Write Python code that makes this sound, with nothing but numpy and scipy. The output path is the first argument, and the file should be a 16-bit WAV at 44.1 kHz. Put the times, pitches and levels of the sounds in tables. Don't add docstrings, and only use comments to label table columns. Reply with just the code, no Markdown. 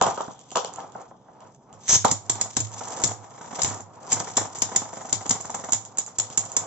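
import sys
import numpy as np
from scipy import signal
from scipy.fft import rfft, irfft, next_fast_len
from scipy.io import wavfile
from scipy.ndimage import uniform_filter1d

SR = 44100
rng = np.random.default_rng(int(sys.argv[2]) if len(sys.argv) > 2 else 0)


def digitize_waveform(pressure):
    field = np.atleast_2d(pressure).T
    bounded = np.clip(field, -1, 1)
    quanta = np.round(bounded * 32767).astype(np.int16)
    wavfile.write(sys.argv[1], SR, quanta)


N = 293730
T = np.arange(N) / SR
LANDING_S = 2.2


def amp(db):
    return 10 ** (np.asarray(db) / 20)


def rms_one(x):
    return x / np.sqrt(np.mean(x ** 2) + 1e-20)


def in_time(rows):
    s, *columns = np.transpose(rows)
    return [np.interp(T, s, column) for column in columns]


def at_hz(points, hz):
    table_hz, values = np.array(points).T
    return np.interp(np.log(hz + 1), np.log(table_hz), values)


def lowpass(x, order, hz):
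    return signal.sosfilt(signal.butter(order, hz, fs=SR, output="sos"), x)


def body(x, modes):
    pulse = np.eye(1, 4096)[0]
    response = 0
    for k, (hz, width_hz, level_db) in enumerate(modes):
        r = np.exp(-np.pi * width_hz / SR)
        poles = [1, -2 * r * np.cos(2 * np.pi * hz / SR), r * r]
        mode = (1 - r * r) * signal.lfilter([1, 0, -1], poles, pulse)
        response = response + (-1) ** k * amp(level_db) * mode
    response = response / np.sqrt(np.sum(response ** 2))
    return signal.oaconvolve(np.atleast_2d(x), response[None], axes=1)[:, :N]


def bursts(times, levels_db, lengths_ms, pans_db, click_db, tail_db, tail_ms, size=6500):
    out = np.zeros((2, 2, N + size))
    ms = np.arange(size) * 1000 / SR
    sprays = rng.standard_normal((len(times), 4, size))
    tail = (1 - np.exp(-ms / 5.0)) * np.exp(-ms / tail_ms) * np.minimum((ms[-1] - ms) / 40, 1)
    for s, level_db, length_ms, pan_db, spray in zip(times, levels_db, lengths_ms, pans_db, sprays):
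        at = round(s * SR)
        blow = spray[0] + 0.7 * spray[1:3]
        blow = blow * (1 - np.exp(-ms / 0.83)) * np.exp(-ms / max(length_ms, .5))
        blow = (blow + amp(click_db) * (ms == 0)) * amp([[pan_db / 2], [-pan_db / 2]])
        unevenness = np.clip(rms_one(uniform_filter1d(spray[3], size=200)), -3, 1.5)
        chatter = amp(tail_db + 4.1 * unevenness) * (spray[1:3] + 0.7 * spray[0])
        out[:, :, at:at + size] += amp(level_db) * np.array([blow, tail * chatter])
    return out[:, :, :N]


def grains(per_s, spread_db, clump_db):
    sizes = amp(spread_db * np.minimum(rng.exponential(1, (3, N)), 4))
    signs = rng.choice([-1, 1], (3, N))
    clicks = sizes * signs * (rng.random((3, N)) < per_s / SR)
    clumps = rms_one(uniform_filter1d(rng.standard_normal(N), size=500))
    return rms_one((clicks[0] + 0.66 * clicks[1:]) * amp(clump_db * clumps))


# f/Hz, relative spectral level/dB
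AIR_SPECTRUM = [(15, -51), (25, -22.5), (100, -10.5), (128, 5.5), (152, -3.5), (199, 0.5), (286, -5.5),
                (808, -8), (2230, -47), (3120, -40.5), (4590, -49.5), (5180, -32.5), (6760, -29.5),
                (8000, -46), (10400, -59.5), (17600, -120)]


def room_air():
    shared, left, right = rng.standard_normal((3, N))
    colour = amp(at_hz(AIR_SPECTRUM, np.fft.rfftfreq(N, 1 / SR)))
    noise = np.array([left, right]) + 10.0 * shared
    return amp(-55.5) * rms_one(irfft(rfft(noise) * colour, N))


ROOM_T60_S, ROOM_DB = 0.28, -11.5


def room(x):
    t = np.arange(SR // 2) / SR
    tail = rng.standard_normal((2, len(t))) * amp(-60 * t / ROOM_T60_S) * (t > .004)
    tail = tail / np.sqrt(np.sum(tail ** 2, axis=1, keepdims=True))
    return signal.fftconvolve(x, tail, axes=1)[:, :N]


WHIRR_PER_S, WHIRR_DB, WHIRR_FADE_DB_PER_S = 36, -41.5, 17.5


def whirr():
    turns = np.diff(np.floor(T * WHIRR_PER_S), prepend=0) * amp(2.3 * rng.standard_normal(N))
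    rasp = turns + 0.041 * rng.standard_normal((2, N))
    rasp = rasp * amp(WHIRR_DB - WHIRR_FADE_DB_PER_S * T) * (T < LANDING_S)
    band = [(3340, 700, 0)]
    return body(body(rasp, band), band)


# f/Hz, width/Hz, level/dB (also in tips, knocks and clashes)
SHELL_MODES = [(1864, 960, -4.5), (2360, 320, -0.4), (3290, 790, 2.5), (3930, 1250, 1.5)]
# f/Hz, width/Hz, level/dB (also in tips and knocks)
DISH_MODES = [(404, 104, -12.5), (523.5, 71, -4), (646, 81, -3.5), (766.7, 65.4, 0.5), (846.5, 69, 0),
              (965, 122, -1.5), (1115, 131, -3.5), (1228, 200, -6.5)]
# f/Hz, width/Hz, level/dB (also in tips and knocks)
HOLLOW_MODES = [(163, 78, -1), (251, 92, 0.5), (338, 84, -2.5)]
# f/Hz, width/Hz, level/dB
GEAR_MODES = [(5380, 330, -8.5), (5930, 400, -2), (6650, 400, -2), (7420, 490, -2), (7600, 970, -5)]
# t/s, relative teeth level/dB, relative housing level/dB
CORD_CURVE = [(1.79, -82, -78), (1.826, -59, -60), (1.87, -47.5, -49.5), (1.894, -21, -27.5),
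              (1.956, -18, -24.5), (2.014, -53.5, -57), (2.03, -50.5, -52)]


def rip_cord():
    teeth_db, housing_db = in_time(CORD_CURVE)
    pulled = (T > CORD_CURVE[0][0]) & (T < CORD_CURVE[-1][0])
    teeth = pulled * grains(3000, spread_db=3.0, clump_db=1.5)
    housing = body(teeth, SHELL_MODES) + amp(-5.0) * body(teeth, DISH_MODES)
    housing = housing + amp(-14) * body(teeth, HOLLOW_MODES)
    return amp(teeth_db + 5.5) * body(teeth, GEAR_MODES) + amp(housing_db - 1.5) * housing


# f/Hz, width/Hz, level/dB (also in knocks and clashes)
RIM_MODES = [(5580, 1030, -6), (6010, 700, -4.5), (6432, 394, 3.5), (6474, 626, 5.5), (6980, 1080, -0.5)]
# t/s, relative drumming level/dB, relative scratch level/dB
SPIN_CURVE = [(0.0, -47, -51), (0.07, -22.5, -35), (0.17, -43, -46), (0.4, -55.5, -55), (0.54, -62, -56),
              (0.6, -46, -46), (0.72, -47, -63), (0.8, -38.5, -49.5), (0.92, -53.5, -64.5),
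              (1.0, -42, -56.5), (1.15, -66.5, -78), (1.45, -48.5, -67), (1.58, -69.5, -70),
              (1.75, -49.5, -66), (2.0, -73, -33.5), (2.26, -50, -54.5), (2.39, -40.5, -44),
              (2.55, -56, -47), (2.99, -36, -41.5), (3.17, -48.5, -58), (3.45, -53.5, -51),
              (3.64, -39, -34), (3.76, -40.5, -39), (3.83, -54, -73), (4.04, -46, -55.5),
              (4.12, -38, -30.5), (4.32, -45.5, -44.5), (5.6, -47.5, -50), (6.07, -53.5, -64.5),
              (6.2, -51, -50.5), (6.66, -40.5, -45)]


def tips():
    drum_db, scratch_db = in_time(SPIN_CURVE)
    drum = grains(3000, spread_db=2.5, clump_db=1.5)
    scratch = grains(2200, spread_db=4.5, clump_db=5.5)
    low = body(drum, DISH_MODES) + amp(-11) * body(drum, HOLLOW_MODES)
    high = body(scratch, RIM_MODES) + amp(-10.0) * body(scratch, SHELL_MODES)
    return amp(drum_db + 1.0) * low + amp(scratch_db) * high


# first touch t/s, touches, period/ms, knock level/dB, rim tick level/dB, knock growth/dB per touch
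WOBBLE_RUNS = [(2.709, 9, 27, -40, -31, 0.8), (2.972, 7, 23, -31.5, -27, 0.2),
               (3.227, 3, 33, -49, -46, -1.5), (3.313, 7, 32.4, -38.5, -44, 1.24),
               (3.527, 3, 30, -33, -39.5, 4), (3.676, 5, 30.5, -29, -26, -1.45),
               (4.102, 3, 32, -32, -50, 3.5), (4.271, 2, 27, -25.5, -27.5, -6),
               (4.411, 2, 37, -23.5, -24, -5.5), (4.549, 2, 28, -34.5, -24, -4),
               (4.657, 4, 30, -36.5, -36, 2.5), (4.816, 3, 36, -28, -31, -5.5),
               (4.929, 5, 39.5, -29, -25.5, -0.85), (5.208, 11, 47.8, -30, -24, 0.58)]


def wobbles():
    rows = []
    for first_s, touches, period_ms, knock_db, tick_db, growth_db in WOBBLE_RUNS:
        for k in range(round(touches)):
            rows.append((first_s + k * period_ms / 1000, knock_db + k * growth_db, tick_db + k * growth_db / 2))
    rows = np.array(rows)
    return rows + 2.5 * rng.standard_normal(rows.shape) * [0, 1, 1]


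# t/s, peak level/dB, lower crack level/dB,
# floor thump level/dB, level of the noise above the band/dB, left minus right/dB
CLASH_EVENTS = [(0.0135, -18, -26, -44, -43, 21), (0.0235, -14.5, -18.5, -48.5, -34, -11),
                (0.066, -21, -28, -50, -100, -9), (0.1764, -35, -33, -63, -77, -4),
                (0.2088, -26, -33, -59, -100, 2), (0.392, -38, -47, -63, -89, -8),
                (0.5055, -33, -40, -68.5, -83, 3), (0.5162, -27, -35, -66, -55, -2),
                (0.557, -14.5, -18, -64, -51, 2), (0.571, -15.5, -18, -55, -75, -1.5),
                (0.647, -21, -26, -57.5, -79, 3), (0.7377, -32.5, -64, -62, -84, -19),
                (0.7598, -32.5, -43, -54, -53, -16), (0.8036, -40, -40, -58, -91, -10),
                (0.921, -42.5, -50, -66, -90, -13), (1.4052, -45, -48.5, -54, -99, -2),
                (1.728, -38.5, -48, -49, -87, -2), (1.8808, -19, -25, -56.5, -48, -12),
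                (1.8926, -14.5, -23, -35.5, -39, -8), (1.9272, -8.5, -33, -28, -100, 4),
                (1.9608, -13, -46, -26.5, -100, 5), (2.048, -14.5, -19.5, -43, -26, -18),
                (2.0527, -12, -31.5, -34, -58, 7.5), (2.0814, -16, -23, -44, -69, -3),
                (2.113, -7.5, -22.5, -31.5, -38, -0.5), (2.2966, -7.5, -23, -32.5, -38.5, 3),
                (2.355, -22, -33, -46.5, -89, -5), (2.4121, -8.5, -26, -37.5, -39, 0.5),
                (2.5671, -9.5, -21, -27.5, -47, 7), (2.6034, -12, -39, -30, -92, 5.5),
                (2.885, -24.5, -60, -51.5, -88, -10), (3.018, -19.5, -37, -48, -35, -7),
                (3.037, -7, -24, -25.5, -33, 8), (3.0426, -9, -26.5, -28.5, -48, 7.5),
                (3.0745, -12.5, -48, -37, -100, 5), (3.594, -20, -28.5, -55, -73, -3),
                (3.618, -10.5, -25.5, -46, -45, 11), (3.632, -8.5, -42, -30, -37, 1),
                (3.646, -12, -22, -27.5, -70.5, 3.5), (3.6773, -15, -67, -35.5, -100, 1),
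                (4.1194, -11, -25, -46, -51, 5), (4.1279, -7, -27.5, -35.5, -42, 0.5),
                (4.369, -6, -22, -31, -37.5, 5), (4.587, -23.5, -47, -49.5, -56, -8),
                (4.6198, -8, -21.5, -36, -23, 6), (4.7608, -6, -22.5, -38, -33.5, -1),
                (5.1269, -8.5, -23.5, -33, -47, 10.5), (5.2936, -9.5, -38.5, -31, -32, 8.5),
                (5.308, -7, -19.5, -35.5, -38, 1), (5.4114, -19.5, -45, -74, -100, -8),
                (5.5476, -16, -39, -69.5, -36, -1.5), (5.7214, -8.5, -31, -38.5, -52, -2.5),
                (5.7317, -9, -23, -47.5, -75, -7), (5.851, -25, -40, -66, -100, -1),
                (5.9727, -19, -37, -59, -59, -2.0), (5.9843, -10, -28.5, -50, -49.5, -2.5),
                (6.0637, -21, -45, -72, -100, -4), (6.1854, -10, -30.5, -37, -47, 1),
                (6.1982, -12, -26, -78, -85, 10), (6.3014, -26.5, -39, -46, -100, -1),
                (6.3751, -6, -26, -38, -38, -1.5), (6.453, -23.5, -59, -52, -100, -5),
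                (6.5184, -19.5, -46, -58.5, -36, -5), (6.566, -6, -28, -39, -52, -1.5)]
# t/s, peak level/dB, low thud level/dB
KNOCK_EVENTS = [(0.014, -0.5, -25), (0.176, -16.5, -39.5), (0.204, -15, -42), (0.281, -25, -38),
                (0.517, -32.5, -47), (0.556, -9, -38), (0.570, -10.5, -37), (0.645, -20, -54),
                (0.782, -23.5, -66), (0.839, -32.5, -46.5), (0.952, -23.5, -45), (1.111, -33.5, -54),
                (1.284, -36.5, -74), (1.93, -20.5, -32), (2.047, -2.5, -21.5), (2.117, -27, -30),
                (2.397, -28, -43.5), (2.456, -29.5, -45), (2.809, -23.5, -47), (3.24, -35, -68),
                (4.202, -20, -34), (4.377, -14.5, -41.5), (6.075, -32.5, -60), (6.434, -32, -48.5),
                (6.531, -35, -50.5), (6.621, -36, -47)]
KNOCK_MS, RUB_MS = 3.7, 7.3


def dish_blows(touches):
    under = []
    for s, _, crack_db, thump_db, *_ in CLASH_EVENTS:
        if s > LANDING_S and crack_db > -40:
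            under.append((s, crack_db + 1, (crack_db + thump_db) / 2 - 2.5))
    short = [(*row, KNOCK_MS) for row in [*KNOCK_EVENTS, *under]]
    rubs = [(s, knock_db, knock_db - 15.5, RUB_MS) for s, knock_db, _ in touches]
    return np.array(short + rubs)


def knocks(touches):
    s, peak_db, thud_db, ms = dish_blows(touches).T
    touch = s - .0015
    blows = sum(bursts(touch, peak_db - 4.5, ms, 0 * s, click_db=16.5, tail_db=-12.5, tail_ms=34.8))
    rings = lowpass(body(blows, DISH_MODES), 4, 1700)
    lows = sum(bursts(touch, thud_db + 5, 0.68 * ms, 0 * s, click_db=18.0, tail_db=-17.5, tail_ms=34))
    thuds = body(lows, HOLLOW_MODES)
    spun = s > LANDING_S
    scrapes = sum(bursts(s[spun], peak_db[spun] - 13.5, 0.92 * ms[spun], 0 * s[spun],
                         click_db=0.5, tail_db=-9.0, tail_ms=30))
    scraping = body(scrapes, RIM_MODES) + amp(-11.0) * body(scrapes, SHELL_MODES)
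    scraping = scraping + amp(-4.0) * body(scrapes, [(1650, 950, 0)])
    return rings + thuds + scraping


HARD_DB = -10.7
REBOUND_S, REBOUND_LOSS_DB = .016, (10.8, 43, 12, 30)


def contacts(touches):
    blows = np.array(CLASH_EVENTS)
    hard = blows[(blows[:, 1] > HARD_DB) & (blows[:, 0] > CORD_CURVE[-1][0])]
    rebounds = hard - [-REBOUND_S, *REBOUND_LOSS_DB, 0]
    ticks = [(s + .008, tick_db, tick_db - 19.5, tick_db - 26.5, -120, 0) for s, _, tick_db in touches]
    return np.vstack([blows, rebounds, ticks])


# f/Hz, level/dB, T60/s
BOARD_MODES = [(99.5, 0.5, 0.53), (107.6, 0, 0.57), (130, 9.5, 0.063)]


def floor_thump(s, thump_db):
    jolts, thump = np.zeros(N), 0
    jolts[np.round(s * SR).astype(int)] = amp(thump_db - 5.5)
    for k, (hz, level_db, t60_s) in enumerate(BOARD_MODES):
        r, w = amp(-60 / (t60_s * SR)), 2 * np.pi * hz / SR
        ring = signal.lfilter([0, np.sin(w)], [1, -2 * r * np.cos(w), r * r], jolts + 1e-18)
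        thump = thump + (-1) ** k * amp(level_db) * ring
    return signal.sosfilt(signal.butter(1, 60, "high", fs=SR, output="sos"), thump)


# f/Hz, width/Hz, level/dB
RING_MODES = [(5870, 440, -14), (6860, 97, -0.5), (6270, 58, -5), (6770, 330, 4), (7280, 230, 6.5),
              (7500, 110, 0)]
# f/Hz, width/Hz, level/dB
LAUNCHER_MODES = [(3025, 490, -0.5), (3600, 660, -3), (4500, 700, -9)]
RATTLE_MS, RATTLE_MS_PER_DB = 6.43, 0.34
AFTER_RING_DB = -14.5
DULL_SHARE, DULL_DB = 0.53, -4


def clashes(touches):
    s, peak_db, crack_db, thump_db, top_noise_db, pan_db = contacts(touches).T
    dull_db = (1 - DULL_SHARE) * peak_db + DULL_SHARE * crack_db + DULL_DB
    ms = RATTLE_MS + RATTLE_MS_PER_DB * peak_db
    blows, tails = bursts(s, peak_db - 1.0, ms, pan_db, click_db=12.5, tail_db=AFTER_RING_DB, tail_ms=17.4)
    duller = sum(bursts(s, dull_db, ms, pan_db, click_db=8.5, tail_db=AFTER_RING_DB + 0.5, tail_ms=24))
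    rims = body(blows, RIM_MODES[2:]) + body(tails, RING_MODES) + body(duller, RIM_MODES[:2])
    cracks = sum(bursts(s, crack_db + 4, 0.46 * ms, pan_db,
                        click_db=8.0, tail_db=AFTER_RING_DB - 5.5, tail_ms=25.8))
    dropped = T < CORD_CURVE[0][0]
    shells = body(cracks * ~dropped, SHELL_MODES) + body(cracks * dropped, LAUNCHER_MODES)
    heard = top_noise_db > -85
    top_noise, _ = bursts(s[heard], top_noise_db[heard] + 11, 1.1 * ms[heard], pan_db[heard],
                          click_db=3, tail_db=-62, tail_ms=4)
    return rims + shells, floor_thump(s, thump_db), lowpass(top_noise, 6, 9500)


BAND_HZ = 7750


def above_band(x):
    return signal.sosfilt(signal.cheby2(6, 40, BAND_HZ, "high", fs=SR, output="sos"), x)


def scene():
    touches = wobbles()
    cracks, thump, top_noise = clashes(touches)
    near = cracks + thump + knocks(touches) + tips() + whirr() + rip_cord()
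    heard = near + amp(ROOM_DB) * room(near) + room_air()
    heard = 0.73 * np.tanh(heard / 0.75)
    in_band = signal.sosfilt(signal.ellip(10, .5, 90, BAND_HZ, fs=SR, output="sos"), heard)
    return in_band + above_band(top_noise)


# f/Hz, phase/rad
PORT_LEAD = [(30, 0), (690, -.2), (950, -.5), (1290, .2), (1810, -.7), (3270, 1.5), (3790, 4.6),
             (5600, 4.6), (6370, 6.2), (7240, 1.4), (8100, -1.9), (8350, -4.5)]
# f/Hz, left minus right/dB
PORT_TILT = [(60, 0.5), (100, -10), (180, 1), (310, -0.5), (530, -0.5), (920, 0.5), (1590, -4), (2740, 1),
             (4740, 8), (8180, -6)]


def record(dry):
    size = next_fast_len(N + 2048)
    hz = np.fft.rfftfreq(size, 1 / SR)
    sides = np.array([[.5], [-.5]])
    ports = amp(sides * at_hz(PORT_TILT, hz)) * np.exp(1j * sides * at_hz(PORT_LEAD, hz))
    x = irfft(rfft(dry, size) * ports, size)[:, :N]
    return signal.sosfilt(signal.cheby2(12, 70, 16000, fs=SR, output="sos"), x)


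dry = scene()
out = record(dry)
digitize_waveform(out)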